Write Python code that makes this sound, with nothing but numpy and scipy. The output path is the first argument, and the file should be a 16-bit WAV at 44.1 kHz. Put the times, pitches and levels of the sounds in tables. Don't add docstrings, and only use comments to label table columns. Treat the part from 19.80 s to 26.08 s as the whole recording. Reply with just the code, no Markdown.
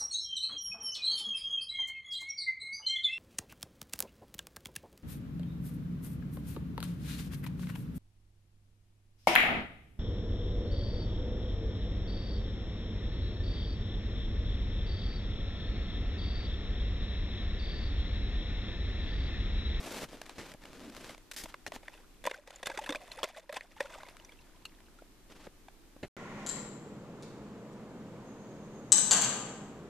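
import sys
import numpy as np
from scipy import signal
from scipy.fft import rfft, irfft
from scipy.io import wavfile

SR = 44100
rng = np.random.default_rng(int(sys.argv[2]) if len(sys.argv) > 2 else 0)


def file_out(sig):
    cols = np.atleast_2d(sig).T
    lim = np.clip(cols, -1, 1)
    pcm = np.round(lim * 32767).astype(np.int16)
    wavfile.write(sys.argv[1], SR, pcm)


N = 277036
TIME_S = np.arange(N) / SR
BURST_FFT, LAYER_FFT = 8192, 294912
LIFT_S, DRAIN_DECAY_S, DRIP_END_S = 4.0, 0.31, 5.1
TRAP_DELAY_S = 0.002018

# frequency in Hz, relative level in dB.
AIR_SPECTRUM = [(25, -6.5), (50, -11.5), (140, -19.5), (320, -14), (550, -25), (2500, -32), (14000, -40.5)]
PRESSING_SPECTRUM = [(40, -19), (160, -8), (265, -2), (400, -3), (620, 2), (1500, -38.5)]
SLIDING_SPECTRUM = [(300, -23.5), (800, -3.5), (3000, -7), (7000, -11.5), (14000, -19)]
CRUST_SPECTRUM = [(40, -9), (150, -5.5), (580, 3), (1200, -6.5), (1900, -3.5), (9000, -21), (14000, -32.5)]
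SLUSH_SPECTRUM = [(60, -30), (550, -8), (1200, -9.5), (1900, -4), (3400, -10), (4500, -10), (8000, -14.5),
                  (14000, -26)]
# frequency in Hz, side minus mid in dB.
AIR_WIDTH = [(100, -5.5), (300, -8.5), (6000, 0.5)]
BODY_WIDTH = [(100, -11.5), (1400, -22.5), (5000, -7.5), (9000, -3)]
WATER_WIDTH = [(150, -7), (1400, -23), (3200, -17.5), (8000, -5)]
# centre in Hz, width in Hz, boost in dB.
RIG_MODES = [(1420, 870, 15.3), (2720, 490, 26.5), (4110, 940, 21.5), (7000, 2800, 9.7)]
HOLE_MODES = [(580.4, 245, 10), (1007, 210, 7), (1620, 260, 4.5), (2000, 190, 5.5), (2555, 230, 5.5),
              (3500, 320, 9.5)]
# start in seconds, gain in dB, recovery in seconds.
AIR_DIPS = [(2.47, -5.5, 0.35), (3.44, -7, 0.51)]
# start and length in seconds, relative pressing and sliding levels in dB.
MOVES = [(-0.02, 0.26, -38.5, -42), (0.279, 0.075, -45, -51.5), (0.366, 0.17, -51, -56),
         (0.548, 0.17, -48.5, -52), (0.807, 0.29, -46, -55), (1.111, 0.19, -45.5, -49.5),
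         (1.295, 0.038, -50, -53.5), (1.558, 0.092, -50.5, -59), (1.676, 0.02, -54, -49.5),
         (1.925, 0.031, -41, -44.5), (5.491, 0.032, -47.5, -54), (5.543, 0.12, -49, -55)]
# start and length in seconds, relative level in dB, tilt in dB per octave,
# bass gain in dB.
CRUNCHES = [(0.228, 0.023, -45, 0.5, 15), (0.582, 0.054, -48.5, 1.6, 15), (1.513, 0.0082, -44.5, 4, -15),
            (1.534, 0.015, -53.5, 6, 16), (1.563, 0.066, -46.5, 6.5, 8), (1.636, 0.009, -43, 5, 29),
            (1.864, 0.0047, -38.5, 1, -4.5), (1.872, 0.01, -46, 2.5, 16), (6.229, 0.019, -41.5, -2, 7)]
# start in seconds, relative level in dB, tilt in dB per octave.
ICE_SNAPS = [(0.415, -41.5, 2), (0.462, -51.5, -0.5), (0.494, -45, 1.5), (0.717, -50, 1.5),
             (0.738, -51, 2.5), (0.836, -53, -0.5), (0.853, -50.5, 1.5), (1.098, -52, 3.5), (1.165, -46, 2),
             (1.293, -45, -0.5), (1.346, -50, -1), (1.378, -54, 1.5), (2.674, -54.5, 1.5),
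             (2.705, -49.5, 0.5), (4.285, -55.5, 1.5), (4.367, -52.5, 1.5), (5.003, -60.5, -1),
             (5.883, -49.5, -4.5)]
# start in seconds, relative level in dB.
SNOW_KNOCKS = [(0.745, -49.5), (1.96, -45.5), (5.22, -53), (5.668, -46), (6.163, -53.5)]
# start in seconds, level in dB, pitch in Hz.
ICE_CLUNKS = [(1.657, -41.5, 715), (1.741, -37.5, 1080), (1.92, -36.5, 600), (2.0803, -38, 2020),
              (2.512, -33, 1990), (3.808, -40, 2050), (4.232, -42, 910)]
# start and length in seconds, relative level in dB.
STIRS = [(2.027, 0.016, -50), (2.11, 0.065, -53.5), (2.66, 0.11, -51.5), (2.85, 0.25, -48.5),
         (3.199, 0.2, -49.5), (3.56, 0.012, -47.5), (3.731, 0.044, -45), (3.908, 0.1, -59.5),
         (4.117, 0.024, -46.5)]
# start in seconds, bubble peak in dB, bubble pitch in Hz.
BUBBLES = [(2.543, -39, 1484), (2.584, -50, 559), (2.759, -41.5, 6850), (2.915, -38, 1570), (2.989, -29, 830),
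           (3.013, -41.5, 560), (3.157, -31.5, 2380), (3.317, -35, 4060), (3.385, -40.5, 852),
           (3.431, -24.5, 3190), (3.579, -41.5, 612), (3.965, -50, 851), (4.005, -29.5, 1806),
           (4.252, -51, 2100), (4.448, -44, 5670), (4.492, -48.5, 2240), (4.52, -50.5, 3200),
           (4.589, -54, 2650), (4.745, -63, 970), (5.187, -52, 1350)]
# start in seconds, relative level in dB, tilt in dB per octave,
# bubble peak in dB, bubble pitch in Hz.
SLAPS = [(2.44, -43, 0.5, -51, 1570), (2.452, -37, -2.5, -38, 535), (2.464, -35, 2.5, -39, 2350),
         (2.47, -28.5, -6, -27.5, 967), (2.829, -38, -2, -41, 1820), (2.858, -38, 3.5, -35, 3500),
         (2.868, -32.5, 0, -32, 1560), (2.8985, -38, -4, -36, 893), (2.974, -34, -1.5, -39, 596),
         (3.061, -42, -0.5, -40, 1730), (3.091, -31.5, -2.5, -32.5, 285), (3.104, -36.5, -0.5, -33, 494),
         (3.123, -35.5, -2, -35.5, 3600), (3.148, -36, -3.5, -38, 559), (3.4304, -29, -2.5, -27, 562),
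         (3.439, -31, -1.5, -29, 1950), (3.693, -38, -6, -44, 557), (3.725, -42.5, 0, -42, 608),
         (3.767, -36, -3.5, -41, 1000), (4.004, -32, -3.5, -29.5, 541)]


def from_db(db):
    return 10 ** (np.asarray(db) / 20)


def unit_rms(x):
    return x / np.sqrt(np.mean(x ** 2) + 1e-20)


def bins_hz(size):
    return np.maximum(np.fft.rfftfreq(size, 1 / SR), 1)


def curve_db(points, hz):
    knots_hz, knots_db = np.array(points).T
    return np.interp(np.log(hz), np.log(knots_hz), knots_db)


def resonances_db(modes, size=BURST_FFT):
    hz = bins_hz(size)
    return sum(db / (1 + (2 * (hz - centre_hz) / width_hz) ** 2) for centre_hz, width_hz, db in modes)


def slush_db(size=BURST_FFT):
    return curve_db(SLUSH_SPECTRUM, bins_hz(size)) + resonances_db(HOLE_MODES, size)


def add(out, start_s, sound):
    start = int(np.clip(start_s * SR, 0, N - 1))
    out[..., start:start + sound.shape[-1]] += sound[..., :N - start]


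def drift(rate_hz):
    knots = rng.standard_normal(2048)
    return np.interp(TIME_S * rate_hz % 2047, np.arange(len(knots)), knots)


def decay(start_s, decay_s):
    return (TIME_S > start_s) * np.exp(-np.clip((TIME_S - start_s) / decay_s, 0, 20))


def stroke(start_s, length_s, attack_s, swell_db, release_s):
    t = TIME_S - start_s
    attack = np.clip(t / attack_s, 0, 1)
    swell = from_db(swell_db * (np.clip(t / length_s, 0, 1) - 1))
    return attack * swell * np.exp(-np.clip((t - length_s) / release_s, 0, 20))


def colour(mid_side, gains_db, width):
    size = 2 * (len(gains_db) - 1)
    cepstrum = irfft(np.log(from_db(gains_db)))
    cepstrum[1:size // 2] *= 2
    cepstrum[size // 2 + 1:] = 0
    mid, side = rfft(mid_side, size) * np.exp(rfft(cepstrum))
    side = side * from_db(curve_db(width, bins_hz(size)))
    return unit_rms(irfft([mid + side, mid - side])[:, :mid_side.shape[1]])


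def colour_layer(mid_side, spectrum, width):
    return colour(mid_side, curve_db(spectrum, bins_hz(LAYER_FFT)), width)


def grains(samples, per_s, spread_db, hiss):
    sizes = from_db(spread_db * np.minimum(rng.exponential(1, samples), 4))
    breaks = sizes * (rng.random(samples) < per_s / SR) * rng.choice([-1, 1], (2, samples))
    return unit_rms(breaks) + hiss * rng.standard_normal((2, samples))


def bursts(rows, spectrum_db, width, snap, per_s, ripple_db, rise_s=0.001):
    out = np.zeros((2, N))
    t, hz = np.arange(BURST_FFT) / SR, bins_hz(BURST_FFT)
    octaves = np.log2(np.maximum(hz, 200) / 1000)
    bass_shelf = 1 / (1 + (hz / 420) ** 4)
    for start_s, length_s, level_db, tilt_db, bass_db in rows:
        shower = (1 - np.exp(-t / rise_s)) * np.exp(-(t / length_s) ** 1.65)
        force = grains(BURST_FFT, per_s, spread_db=3, hiss=0.64) * shower
        force[:, int(rise_s * SR)] += snap * np.linalg.norm(force[0]) * rng.choice([-1, 1], 2)
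        ripple = np.interp(np.sqrt(hz) / 2.846, np.arange(BURST_FFT), rng.standard_normal(BURST_FFT))
        gains_db = spectrum_db + tilt_db * octaves + bass_db * bass_shelf + ripple_db * ripple
        gain = from_db(level_db) * np.sqrt(length_s * SR / BURST_FFT)
        add(out, start_s, gain * colour(force, gains_db, width))
    return out


def bubble(hz, t60_s, rise, swell_cycles=1.74):
    t = np.arange(int(t60_s * SR) + 2) / SR
    envelope = (1 - np.exp(-hz * t / swell_cycles)) * from_db(-60 * t / t60_s)
    return envelope / envelope.max() * np.sin(2 * np.pi * hz * t * (1 + rise * t / t60_s))


def swarm(count, low_hz, octaves, cycles, treble_db):
    out = np.zeros((2, N))
    for when, pitch, faintness, life, place in rng.random((count, 5)):
        hz = low_hz * 2 ** (octaves * pitch ** 1.2)
        pan_db = from_db(curve_db(WATER_WIDTH, hz)) * 20 * (place - 0.5)
        gains = from_db([[pan_db], [-pan_db]]) * from_db(treble_db * pitch - 20 * faintness)
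        add(out, when * N / SR, gains * bubble(hz, cycles * (0.5 + life) / hz, rise=0.096))
    return unit_rms(out)


def background(rumble_hz=30.2):
    air = from_db(-59.5) * colour_layer(rng.standard_normal((2, N)), AIR_SPECTRUM, AIR_WIDTH)
    rumble = from_db(-60.5) * np.sin(2 * np.pi * rumble_hz * TIME_S + 0.8 * drift(3))
    dip_db = sum(db * (TIME_S > start_s) * np.exp(-((TIME_S - start_s) / recovery_s) ** 4)
                 for start_s, db, recovery_s in AIR_DIPS)
    return from_db(dip_db) * (air + rumble)


def knee(peak_s=1.054, swell_s=0.077, hz=265):
    band = signal.butter(2, [hz / 1.2, hz * 1.2], "band", fs=SR, output="sos")
    rub = unit_rms(signal.sosfilt(band, rng.standard_normal(N)))
    return from_db(-51.5) * np.exp(-((TIME_S - peak_s) / swell_s) ** 2) * rub


def effort_db(settled_s=2, attack_s=0.013, swell_db=6, release_s=0.012):
    pressing = sliding = from_db(-70.5) * stroke(0, settled_s, attack_s, 0, release_s) + 1e-9
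    for start_s, length_s, pressing_db, sliding_db in MOVES:
        envelope = stroke(start_s, length_s, attack_s, swell_db, release_s)
        pressing = pressing + from_db(pressing_db) * envelope
        sliding = sliding + from_db(sliding_db) * envelope
    return 20 * np.log10([pressing, sliding])


def rustle():
    pressing_db, sliding_db = effort_db()
    catching_db = 1.8 * drift(90)
    creak = colour_layer(grains(N, per_s=700, spread_db=2.5, hiss=0.53), PRESSING_SPECTRUM, BODY_WIDTH)
    grit = grains(N, per_s=2000, spread_db=0.5, hiss=0.94)
    crystals = grains(N, per_s=45, spread_db=3.5, hiss=0)
    rub = colour_layer(grit + from_db(-6.5) * crystals, SLIDING_SPECTRUM, BODY_WIDTH)
    dull_rub = signal.sosfilt(signal.butter(1, 4500, fs=SR, output="sos"), rub)
    speed = 1 / (1 + from_db(-2 * (sliding_db + 53)))
    sliding = dull_rub + 0.75 * speed * (rub - dull_rub)
    low_creak = signal.sosfilt(signal.butter(2, 420, fs=SR, output="sos"), creak)
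    weight = 1 / (1 + from_db(-2 * (pressing_db + 42)))
    pressing = np.sqrt(1 - weight) * low_creak + np.sqrt(weight) * creak
    return from_db(catching_db) * (from_db(pressing_db - 5) * pressing + from_db(sliding_db) * sliding)


def crust(snap_s=0.0033, knock_s=0.0059):
    snaps = [(start_s, snap_s, db, tilt_db, -20.5 + 12.4 * tilt_db) for start_s, db, tilt_db in ICE_SNAPS]
    knocks = [(start_s, knock_s, db, -5.5, -1) for start_s, db in SNOW_KNOCKS]
    rows = CRUNCHES + snaps + knocks
    spectrum_db = curve_db(CRUST_SPECTRUM, bins_hz(BURST_FFT))
    return from_db(3.5) * bursts(rows, spectrum_db, BODY_WIDTH, snap=0.26, per_s=2800, ripple_db=2)


def rig_click(start_s=4.852, contact_s=0.0086, level_db=-41.5):
    row = (start_s, contact_s, level_db, 0, 0)
    return bursts([row], resonances_db(RIG_MODES), WATER_WIDTH, snap=0.1, per_s=2600, ripple_db=-1.5)


def ice_clunks(contact_s=0.0034, tilt_db=-2.5, bass_db=-5, q=2, ring_db=10.5):
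    out = np.zeros((2, N))
    for start_s, db, hz in ICE_CLUNKS:
        row = (start_s, contact_s, db, tilt_db, bass_db)
        spectrum_db = slush_db() + resonances_db([(hz, hz / q, ring_db)])
        out += bursts([row], spectrum_db, WATER_WIDTH, snap=0.35, per_s=2500, ripple_db=1.5)
    return out


def water_flow():
    stirred = [from_db(db) * stroke(start_s, length_s, attack_s=0.0074, swell_db=2.5, release_s=0.034)
               for start_s, length_s, db in STIRS]
    runoff = [from_db(db - 16.5) * decay(start_s, decay_s=0.065) for start_s, db, *_ in SLAPS]
    drain = [from_db(-50.5) * decay(LIFT_S, DRAIN_DECAY_S)]
    return np.sqrt(sum(part ** 2 for part in stirred + runoff + drain))


def trickle():
    flow = water_flow() * from_db(-3 + 4.8 * drift(90))
    gurgle = from_db(-2) * swarm(2400, low_hz=481.3, octaves=2.6, cycles=22, treble_db=4)
    spray = from_db(-11) * swarm(2400, low_hz=2000, octaves=2.5, cycles=16, treble_db=2.5)
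    hollow = from_db(-57) * swarm(900, low_hz=900, octaves=0.17, cycles=41, treble_db=2)
    wet_grains = grains(N, per_s=900, spread_db=2.8, hiss=0.5)
    patter = from_db(-5) * colour(wet_grains, slush_db(LAYER_FFT), WATER_WIDTH)
    drips = from_db(-76) * swarm(520, low_hz=1280, octaves=2.03, cycles=8.6, treble_db=3.5)
    dripping = (TIME_S > STIRS[0][0]) & (TIME_S < DRIP_END_S)
    return flow * (gurgle + spray + patter) + decay(LIFT_S, DRAIN_DECAY_S) * hollow + dripping * drips


def hole_ring(lowest_t60_s=0.06, slosh_octaves=0.08):
    out = np.zeros(N)
    for start_s, db, *_ in SLAPS:
        for mode_hz, _, boost_db in HOLE_MODES:
            t60_s = lowest_t60_s * np.sqrt(HOLE_MODES[0][0] / mode_hz)
            for hz in mode_hz * 2 ** (slosh_octaves * rng.standard_normal(2)):
                add(out, start_s + TRAP_DELAY_S, from_db(db + boost_db - 28) * bubble(hz, t60_s, rise=0))
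    return out


def plops(ref_t60_s=0.038, ref_hz=1000, ref_db=-39.5):
    out = np.zeros(N)
    trapped = [(start_s + TRAP_DELAY_S, db, hz) for start_s, _, _, db, hz in SLAPS]
    for start_s, peak_db, hz in trapped + BUBBLES:
        t60_s = ref_t60_s * np.sqrt(ref_hz / hz) * from_db(0.21 * (ref_db - peak_db))
        add(out, start_s, from_db(peak_db) * bubble(hz, t60_s, rise=0.1))
    return out


def slush(impact_s=0.0064):
    slaps = [(start_s, impact_s, db, tilt_db, 7.5 + 3.56 * tilt_db) for start_s, db, tilt_db, *_ in SLAPS]
    splats = [(start_s, impact_s, db - 13, np.log2(hz / 1000), -7) for start_s, db, hz in BUBBLES]
    impacts = bursts(slaps + splats, slush_db(), WATER_WIDTH, snap=0.42, per_s=2500, ripple_db=3.5)
    return from_db(-0.5) * impacts


def scene():
    body = (crust() + rustle() + knee()) * from_db([[0.45], [-0.45]])
    return body + slush() + hole_ring() + ice_clunks() + rig_click() + plops() + trickle() + background()


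def record(dry):
    return signal.sosfilt(signal.ellip(10, 0.1, 70, 14300, fs=SR, output="sos"), dry)


dry = scene()
out = record(dry)
file_out(out)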